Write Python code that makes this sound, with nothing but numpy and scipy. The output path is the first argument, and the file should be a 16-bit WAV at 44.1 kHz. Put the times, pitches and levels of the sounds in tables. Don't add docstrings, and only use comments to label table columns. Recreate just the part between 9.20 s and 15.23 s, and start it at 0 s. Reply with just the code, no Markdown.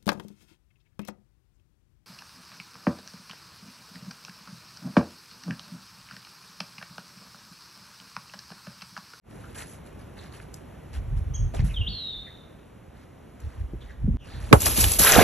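import sys
import numpy as np
from scipy import signal
from scipy.fft import rfft, irfft, next_fast_len
from scipy.io import wavfile
from scipy.ndimage import uniform_filter1d

SR = 44100
rng = np.random.default_rng(int(sys.argv[2]) if len(sys.argv) > 2 else 0)


def transcribe(u):
    v = np.clip(np.atleast_2d(u).T, -1, 1)
    q = np.round(v * 32767).astype(np.int16)
    wavfile.write(sys.argv[1], SR, q)


N = 265923
TIME = np.arange(N) / SR

# f/Hz, level/dB
HUSH_EQ = [(25, -16.5), (55, 5), (120, 2.5), (260, -3), (500, -7), (1000, -15), (2000, -22), (3000, -26.5),
           (4500, -35), (8000, -35), (11000, -30), (13000, -42.5), (15000, -78)]
# t/s, level/dB
HUSH_RIDE = [(0.3, -44.5), (2.6, -45.5), (3.66, -49.2), (4.35, -47.3), (4.9, -49.3), (5.3, -42)]

# t/s, length/s, blade level/dB, stalk level/dB
RUSTLE_CUES = [(0.09, .24, -62.5, -61), (0.343, .04, -47, -47), (0.372, .052, -45, -42.5),
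               (0.45, .1, -52.5, -58), (0.65, .022, -59, -56), (0.78, .04, -64, -59),
               (0.96, .11, -61.5, -54), (1.115, .055, -56, -50.5), (1.205, .025, -60, -58),
               (1.338, .035, -57, -64), (1.725, .042, -54.5, -49), (1.96, .025, -59, -59),
               (2.335, .028, -49.5, -44), (2.383, .02, -58, -45.5), (2.438, .045, -49.5, -52),
               (2.5, .05, -57, -57), (3.74, .1, -74, -62), (4.19, .22, -70, -61), (4.6, .12, -74, -60.5),
               (5.035, .285, -63, -52.5), (5.2, .12, -55, -56)]
# f/Hz, level/dB
BLADE_EQ = [(2000, -35), (5000, -7), (8000, -0.5), (11000, 6), (12300, -14), (15000, -46)]
STALK_EQ = [(150, -32), (500, 0.5), (1200, 1), (1750, 4), (2400, -1), (3000, -3), (4500, -5), (6500, -11),
            (11000, -12), (13500, -36)]

# t/s, f/Hz, level/dB, length/s
FAR_BIRD_CUES = [(0.234, 1330, -48, 0.022), (0.983, 3970, -49.5, 0.022), (2.36, 2550, -51, 0.05),
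                 (2.488, 2550, -49, 0.046), (3.06, 1950, -51, 0.038), (4.606, 3300, -55, 0.03),
                 (4.688, 1800, -51.5, .035), (4.97, 2890, -54, 0.11), (5.06, 4100, -56, .16)]
FAR_GLIDE = .08
CHIP_S, CHIP_LENGTH_S, CHIP_START_HZ, CHIP_END_HZ, CHIP_DB = 2.138, .031, 2870, 2760, -37.5
# t/s, length/s, start f/Hz, end f/Hz, level/dB
SLUR_CUES = [(2.538, .018, 3850, 3300, -39), (2.559, .031, 3300, 2980, -31.5),
             (2.607, .024, 2990, 2690, -31.5), (2.664, .027, 2800, 4050, -28.7)]
BUZZ_S, BUZZ_LENGTH_S, BUZZ_DB, BUZZ_TAPER_DB = 2.688, .318, -36.8, -6.5
BUZZ_START_HZ, BUZZ_REST_HZ, BUZZ_SAG_S = 4450, 3500, .165

# t/s, relative level/dB, woody share/dB, wood f/Hz
SNAP_CUES = [(0.3468, -41, -3, 2960), (1.2008, -34, 0, 1750), (1.3422, -33, -1, 6900),
             (4.2033, -45.5, -3, 7000), (5.4053, -16, -5, 7500), (5.4192, -12, -22, 2740),
             (5.458, -13, -7, 6000), (5.4668, -13, -9, 1500), (5.5755, -15, -12, 5000),
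             (5.590, -17, -4, 2800), (5.607, -9, -18, 5870), (5.6118, -8, -14, 5870),
             (5.642, -7.5, -2.5, 2900), (5.7182, -10, -15, 6370), (5.736, -18, -3, 6500),
             (5.7946, -4, -12, 5400), (5.9213, -6, -2, 6300)]
# f/Hz, level/dB
TICK_EQ = [(1000, -29), (4000, -23), (8000, -8), (11300, -6), (12500, -13), (15000, -38)]
# multiple of its pitch, level/dB
WOOD_SHAPE = [(.25, -35), (.75, -6), (1, 0), (1.3, -7), (2, -24), (5, -45)]

# peak t/s, half width/s, level/dB
GUST_CUES = [(1.79, .03, -29), (1.97, .05, -25), (2.1, .025, -28), (2.23, .036, -21.7),
             (2.425, .028, -19.5), (2.52, .018, -28), (2.603, .016, -22), (2.69, .035, -34),
             (2.975, .025, -43), (4.26, .014, -28), (4.425, .024, -28), (4.55, .018, -33),
             (4.67, .045, -41), (4.895, .04, -21.5), (5.22, .06, -33), (5.37, .01, -21), (5.49, .05, -29),
             (5.65, .032, -20.3), (5.8, .03, -30), (5.985, .012, -19)]
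# f/Hz, level/dB
WIND_EQ = [(15, -27), (30, -14.5), (50, 6.5), (85, -0.5), (130, -9.5), (200, -26), (320, -46), (700, -75),
           (2000, -100)]
EDDY_CROSSING_S = .0013
# t/s, level/dB, decay/s, corner f/Hz, side against mid/dB
BUFFET_AND_STEP_CUES = [(1.925, -26, 0.029, 105, -27), (2.338, -30, 0.02, 790, 1),
                        (2.394, -20, 0.028, 180, -17), (2.425, -19, 0.036, 160, -25),
                        (2.68, -31.5, 0.032, 175, -31), (4.535, -24, 0.0082, 320, -35),
                        (4.838, -22, 0.021, 215, -20), (4.876, -13.5, 0.021, 205, -29),
                        (4.938, -24, 0.017, 238, -18), (5.312, -16, 0.024, 480, 2),
                        (5.579, -18.5, 0.012, 340, 0), (5.798, -24, 0.018, 220, -2)]

# f/Hz, level/dB
CRACK_EQ = [(200, -6), (500, -3), (1400, 0), (3000, -12), (7000, -29), (14000, -29)]
GRIT_EQ = [(80, -12), (220, -6), (420, 1), (1100, -3), (2200, -22), (5000, -33), (11000, -25),
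           (14000, -46)]
THUMP_S, THUMP_DRIVE_DB, THUMP_DECAY_S = 5.3274, 6, .011

# t/s, length/s, fizz level/dB, crunch level/dB
SCRAPE_CUES = [(5.335, .065, -37, -45), (5.398, .37, -28, -38), (5.42, .115, -32, -36),
               (5.446, .025, -20, -29.5), (5.555, .09, -22.3, -34), (5.595, .018, -18, -37),
               (5.63, .018, -27, -32), (5.66, .08, -28, -42)]
# f/Hz, level/dB
FIZZ_EQ = [(1500, -16), (3500, -14), (4700, -11), (6500, -12), (8500, -8), (10000, -4), (11300, 1),
           (12500, -13), (13500, -18), (15500, -29)]
CRUNCH_EQ = [(100, -2), (250, 5), (500, 3), (900, -0.5), (2000, -7), (2800, -1.5), (4000, -13), (7000, -9),
             (14000, -40)]

# f/Hz, level/dB
SPRAY_EQ = [(2000, -18), (4000, -12), (8000, -9), (10000, -4), (11300, 2), (12500, -9), (13500, -18),
            (14300, -44.5)]
WATER_EQ = [(300, -20), (750, -7.5), (1000, -7), (1450, 1.5), (2800, -4.5), (4200, -9.5), (7000, -10.5),
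            (10000, -22), (15000, -40)]
CAVITY_EQ = [(60, 11), (150, 3), (300, -0.5), (450, 3), (700, 2), (1100, -6), (2000, -28), (6000, -60)]
PLUNGE_S, PLUNGE_ATTACK_S = 5.785, .008
SPRAY_DB, SPRAY_HOLD_S, SPRAY_RELEASE_S = -16.2, .05, .21
ENTRY_DB = -29
CHURN_S, CHURN_DB, CHURN_BUILD_S = 5.828, -23.5, .022
CAVITY_DB, GULP_S, GULP_WIDTH_S, GULP_DB = -29, 6.002, .03, -15
# t/s, level/dB, f/Hz, cycles per decay time
PLOP_CUES = [(5.798, -21, 380, .9), (5.846, -21, 900, 2.5), (5.876, -15, 2100, 2.5), (5.955, -17, 3300, 4),
             (5.962, -14, 600, 1.2), (5.969, -18, 1100, 3), (5.981, -4, 185, .45), (6.0115, -4.5, 560, .8)]
PLOP_RISE, PLOP_SMACK_DB = .04, -7
# multiple of the plop's pitch, level/dB
SMACK_SHAPE = [(.25, -18), (1, 0), (2, -8), (10, -45)]

# f/Hz, left lead/rad
STEREO_PHASE = [(300, 0), (1900, 0), (2600, .6), (4100, .6), (4700, 2), (5050, 4.2), (5600, 6.25),
                (6200, 6.3), (8600, 9.4), (9550, 9.5), (11500, 11.5), (11850, 12.55)]
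# f/Hz, left minus right/dB
STEREO_LEAN = [(60, -2), (200, -2.5), (370, -4.5), (680, -3.5), (1260, -.5), (2300, 0)]
# f/Hz, scatter against direct/dB
BANK_SCATTER = [(100, -12.5), (200, -11.5), (380, 0.5), (1050, -4), (1600, -14), (2600, -22.5), (4400, -5),
                (5900, -35), (7300, 13), (9000, -28.5), (10500, 0), (12500, -9)]
POND_SCATTER = [(150, 1), (500, -8), (1100, -15), (1700, -40), (2600, -20), (4400, -7), (5900, -15),
                (7300, 11), (9000, -29), (10500, 1), (12500, -36)]
# t/s, depth/dB
LEVEL_DIPS = [(0, -80), (4.97, -22)]
DIP_RECOVERY_S, HIGH_CUT_HZ = .03, 15400


def amp(db):
    return 10 ** (np.asarray(db) / 20)


def unit(x):
    return x / np.sqrt(np.mean(x ** 2) + 1e-20)


def over_hz(points, hz):
    f, value = np.transpose(points)
    return np.interp(np.log(hz + 1), np.log(f + 1), value)


def stroke(s, length_s, attack_s, release_s):
    attack = np.clip((TIME - s) / attack_s, 0, 1)
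    return attack * np.exp(-np.maximum(TIME - s - length_s, 0) / release_s)


def strokes(cues, attack_s, release_s):
    power = sum(np.outer(amp(dbs), stroke(s, length_s, attack_s, release_s)) ** 2
                for s, length_s, *dbs in cues)
    return np.sqrt(power)


def swell(peak_s, width_s):
    fall = np.exp(-np.abs(TIME - peak_s) / width_s)
    return 2 * fall / (1 + fall ** 2)


def add(mix, s, sound):
    part = mix[..., max(round(s * SR), 0):][..., :sound.shape[-1]]
    part += sound[..., :part.shape[-1]]


def eq(x, curve):
    size = next_fast_len(len(x))
    gain = amp(over_hz(curve, np.fft.rfftfreq(size, 1 / SR)))
    return unit(irfft(rfft(x, size) * gain, size)[:len(x)])


def noise(curve, samples=N):
    return eq(rng.standard_normal(samples), curve)


def steadied(x, span_s):
    power = uniform_filter1d(x ** 2, max(int(span_s * SR), 3))
    return x / np.sqrt(np.abs(power) + 1e-9)


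def grains(per_s, low_hz, high_hz, cycles, spread_db, rise=0, pitches=24):
    out = np.zeros(N)
    for hz in np.geomspace(low_hz, high_hz, pitches):
        age = np.arange(0, 5, hz / (cycles * SR))
        ring = np.exp(-age) * np.sin(2 * np.pi * cycles * age * (1 + rise * age))
        sizes = amp(spread_db * np.minimum(rng.exponential(1, N), 4))
        hits = rng.random(N) < per_s / pitches / SR
        out += hz * signal.oaconvolve(sizes * hits * rng.choice([-1, 1], N), ring)[:N]
    return unit(out)


def ports(x, scatter_curve, lean):
    hz, _, direct = signal.stft(x, SR, nperseg=512, noverlap=384)
    share = amp(over_hz(scatter_curve, hz))[:, None]
    scatter = 2 * share * direct * np.exp(2j * np.pi * rng.random(direct.shape))
    pan = amp(.5 * lean * over_hz(STEREO_LEAN, hz))
    turn = (np.exp(.5j * over_hz(STEREO_PHASE, hz)) * pan)[:, None]
    pair = np.array([(direct + scatter) * turn, (direct - scatter) / turn]) / np.sqrt(1 + share ** 2)
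    return signal.istft(pair, SR, nperseg=512, noverlap=384)[1][:, :N]


def hush():
    return amp(np.interp(TIME, *np.transpose(HUSH_RIDE))) * noise(HUSH_EQ)


def rustle():
    blades = eq(grains(per_s=4500, low_hz=3000, high_hz=12800, cycles=1.4, spread_db=2.5), BLADE_EQ)
    stalks = eq(grains(per_s=3000, low_hz=388, high_hz=8300, cycles=2.4, spread_db=2.5), STALK_EQ)
    blade_gain, stalk_gain = strokes(RUSTLE_CUES, attack_s=.012, release_s=.022)
    return blade_gain * blades + stalk_gain * stalks


def whistle(contour, octave_db, trill, trill_hz, waver=.006):
    s, hz, db = np.transpose(contour)
    t = np.arange(s[0], s[-1], 1 / SR)
    drift = unit(uniform_filter1d(rng.standard_normal(SR), size=200))[:len(t)]
    flutter = trill * np.sin(2 * np.pi * trill_hz * t) + waver * drift
    phase = 2 * np.pi * np.cumsum(np.interp(t, s, hz) * (1 + flutter)) / SR
    tone = unit(np.sin(phase) + amp(octave_db) * np.sin(2 * phase))
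    return s[0], tone * amp(np.interp(t, s, db)) * signal.windows.tukey(len(t), .02)


def slur(s, length_s, start_hz, end_hz, db, arch=0, ends_db=-18):
    u = np.linspace(0, 1)
    edge = (2 * u - 1) ** 2
    hz = (start_hz + (end_hz - start_hz) * u) * (1 + arch * (1 - edge))
    return np.transpose([s + length_s * u, hz, db + ends_db * edge])


def buzz():
    u = np.linspace(0, 1)
    t = BUZZ_LENGTH_S * u
    hz = BUZZ_REST_HZ + (BUZZ_START_HZ - BUZZ_REST_HZ) * np.exp(-(t / BUZZ_SAG_S) ** 1.5)
    return np.transpose([BUZZ_S + t, hz, BUZZ_DB + BUZZ_TAPER_DB * (2 * u - 1) ** 2])


def woods(x, wet_db, t60):
    t = np.arange(SR) / SR
    echoes = rng.standard_normal(SR) * (rng.random(SR) < 2500 / SR)
    tail = echoes * amp(-60 * t / t60) * (t > .006)
    return x + amp(wet_db) * signal.oaconvolve(x, tail / np.linalg.norm(tail))[:N]


def birds():
    chip, song, far = np.zeros((3, N))
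    contour = slur(CHIP_S, CHIP_LENGTH_S, CHIP_START_HZ, CHIP_END_HZ, CHIP_DB, arch=.17, ends_db=-14)
    add(chip, *whistle(contour, octave_db=10.5, trill=.004, trill_hz=295))
    for cue in SLUR_CUES:
        add(song, *whistle(slur(*cue), octave_db=-41, trill=.02, trill_hz=195, waver=.011))
    add(song, *whistle(buzz(), octave_db=-41, trill=.027, trill_hz=140))
    for s, hz, db, length_s in FAR_BIRD_CUES:
        contour = slur(s, length_s, hz * (1 + FAR_GLIDE), hz * (1 - FAR_GLIDE), db, ends_db=-16)
        add(far, *whistle(contour, octave_db=-16, trill=.09, trill_hz=170, waver=.06))
    return (woods(chip, wet_db=-2.5, t60=.42) + woods(song, wet_db=-3, t60=.78)
            + woods(far, wet_db=-4, t60=.6))


def snaps():
    out, t = np.zeros(N), np.arange(2048) / SR
    decay = np.exp(-t / .002) + .08 * np.exp(-t / .014)
    for s, db, wood_db, hz in SNAP_CUES:
        tick = noise(TICK_EQ, len(t))
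        crack = noise(np.multiply(WOOD_SHAPE, (hz, 1)), len(t))
        wood = np.clip(amp(wood_db), 0, 1)
        burst = np.sqrt(1 - wood ** 2) * tick + wood * crack
        add(out, s, amp(db - 2.5) * burst * decay)
    return out


def wind_and_footstep():
    force = np.sqrt(sum((amp(db) * swell(s, width_s)) ** 2 for s, width_s, db in GUST_CUES))
    rumble = force * steadied(noise(WIND_EQ), span_s=.052)
    out = np.array([rumble, amp(1.3) * np.interp(TIME - EDDY_CROSSING_S, TIME, rumble)])
    t = np.arange(SR // 3) / SR
    for s, db, decay_s, corner_hz, side_db in BUFFET_AND_STEP_CUES:
        band = signal.butter(4, [corner_hz / 3, corner_hz], "band", fs=SR, output="sos")
        mid, side = (steadied(signal.sosfilt(band, white), span_s=.0162)[-len(t):]
                     for white in rng.standard_normal((2, SR)))
        thud = unit(np.array([mid + amp(side_db) * side, mid - amp(side_db) * side]))
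        add(out, s, amp(db) * thud * (1 - np.exp(-t / .0022)) * np.exp(-t / decay_s))
    return out


def thump():
    out, t = np.zeros((2, N)), np.arange(SR // 6) / SR
    hz = 45 + 1600 / (1 + (t / .0018) ** 1.6)
    wobble = unit(uniform_filter1d(rng.standard_normal(len(t)), 40))
    push = np.sin(2 * np.pi * np.cumsum(hz * (1 + .2 * wobble)) / SR) * np.exp(-t / THUMP_DECAY_S)
    crack = amp(2.5) * noise(CRACK_EQ, len(t)) * np.exp(-t / .0026)
    attack = 1 - np.exp(-t / .00045)
    for port, late_s in zip(out, (.0008, 0)):
        grit = amp(-9.5) * noise(GRIT_EQ, len(t)) * np.exp(-t / .0145)
        add(port, THUMP_S + late_s, amp(THUMP_DRIVE_DB) * (push + grit + crack) * attack)
    return out * amp([[-1.2], [1.2]])


def scrape():
    fizz = grains(per_s=12000, low_hz=2450, high_hz=13800, cycles=2, spread_db=2)
    crunch = grains(per_s=4500, low_hz=194, high_hz=6840, cycles=1.45, spread_db=2.7)
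    fizz_gain, crunch_gain = strokes(SCRAPE_CUES, attack_s=.015, release_s=.018)
    return fizz_gain * eq(fizz, FIZZ_EQ) + crunch_gain * eq(crunch, CRUNCH_EQ)


def splash():
    spray = eq(grains(per_s=10000, low_hz=2410, high_hz=13700, cycles=2.2, spread_db=1.5), SPRAY_EQ)
    slaps = grains(per_s=4000, low_hz=505, high_hz=9250, cycles=1.5, spread_db=3)
    bubbles = grains(per_s=1600, low_hz=598, high_hz=7070, cycles=9, spread_db=3, rise=.0243)
    glugs = grains(per_s=1200, low_hz=131.3, high_hz=1385, cycles=3.44, spread_db=3, rise=.026)
    water = eq(slaps + amp(-2) * bubbles, WATER_EQ)
    cavity = steadied(eq(glugs, CAVITY_EQ), span_s=.04)
    entered = np.clip((TIME - PLUNGE_S) / PLUNGE_ATTACK_S, 0, 1)
    sunk = 1 - np.exp(-np.maximum(TIME - CHURN_S, 0) / CHURN_BUILD_S)
    spray_gain = amp(SPRAY_DB) * stroke(PLUNGE_S, SPRAY_HOLD_S, PLUNGE_ATTACK_S, SPRAY_RELEASE_S)
    water_gain = amp(ENTRY_DB) * entered + amp(CHURN_DB) * sunk
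    cavity_gain = amp(CAVITY_DB) * entered + amp(GULP_DB) * swell(GULP_S, GULP_WIDTH_S)
    return spray_gain * spray + water_gain * water + cavity_gain * cavity


def plops():
    out, t = np.zeros(N), np.arange(2048) / SR
    for s, db, hz, cycles in PLOP_CUES:
        age = t * hz / cycles
        ring = np.sin(2 * np.pi * hz * t * (1 + PLOP_RISE * age))
        smack = noise(np.multiply(SMACK_SHAPE, (hz, 1)), len(t))
        add(out, s, amp(db) * (ring + amp(PLOP_SMACK_DB) * smack) * age * np.exp(1 - age))
    return out


def scene():
    bank = ports(hush() + rustle() + birds() + scrape() + snaps(), BANK_SCATTER, lean=.3)
    pond = ports(splash() + plops(), POND_SCATTER, lean=.95)
    return bank + pond + wind_and_footstep() + thump()


def record(dry):
    dip_db = sum(db * (TIME >= s) * np.exp(-np.abs(TIME - s) / DIP_RECOVERY_S) for s, db in LEVEL_DIPS)
    clipped = np.clip(dry * amp(uniform_filter1d(dip_db, size=6)), -1, 1)
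    high_cut = signal.firwin(511, HIGH_CUT_HZ, window=("kaiser", 9), fs=SR)
    return signal.oaconvolve(clipped, high_cut[None], "same")


dry = scene()
out = record(dry)
transcribe(out)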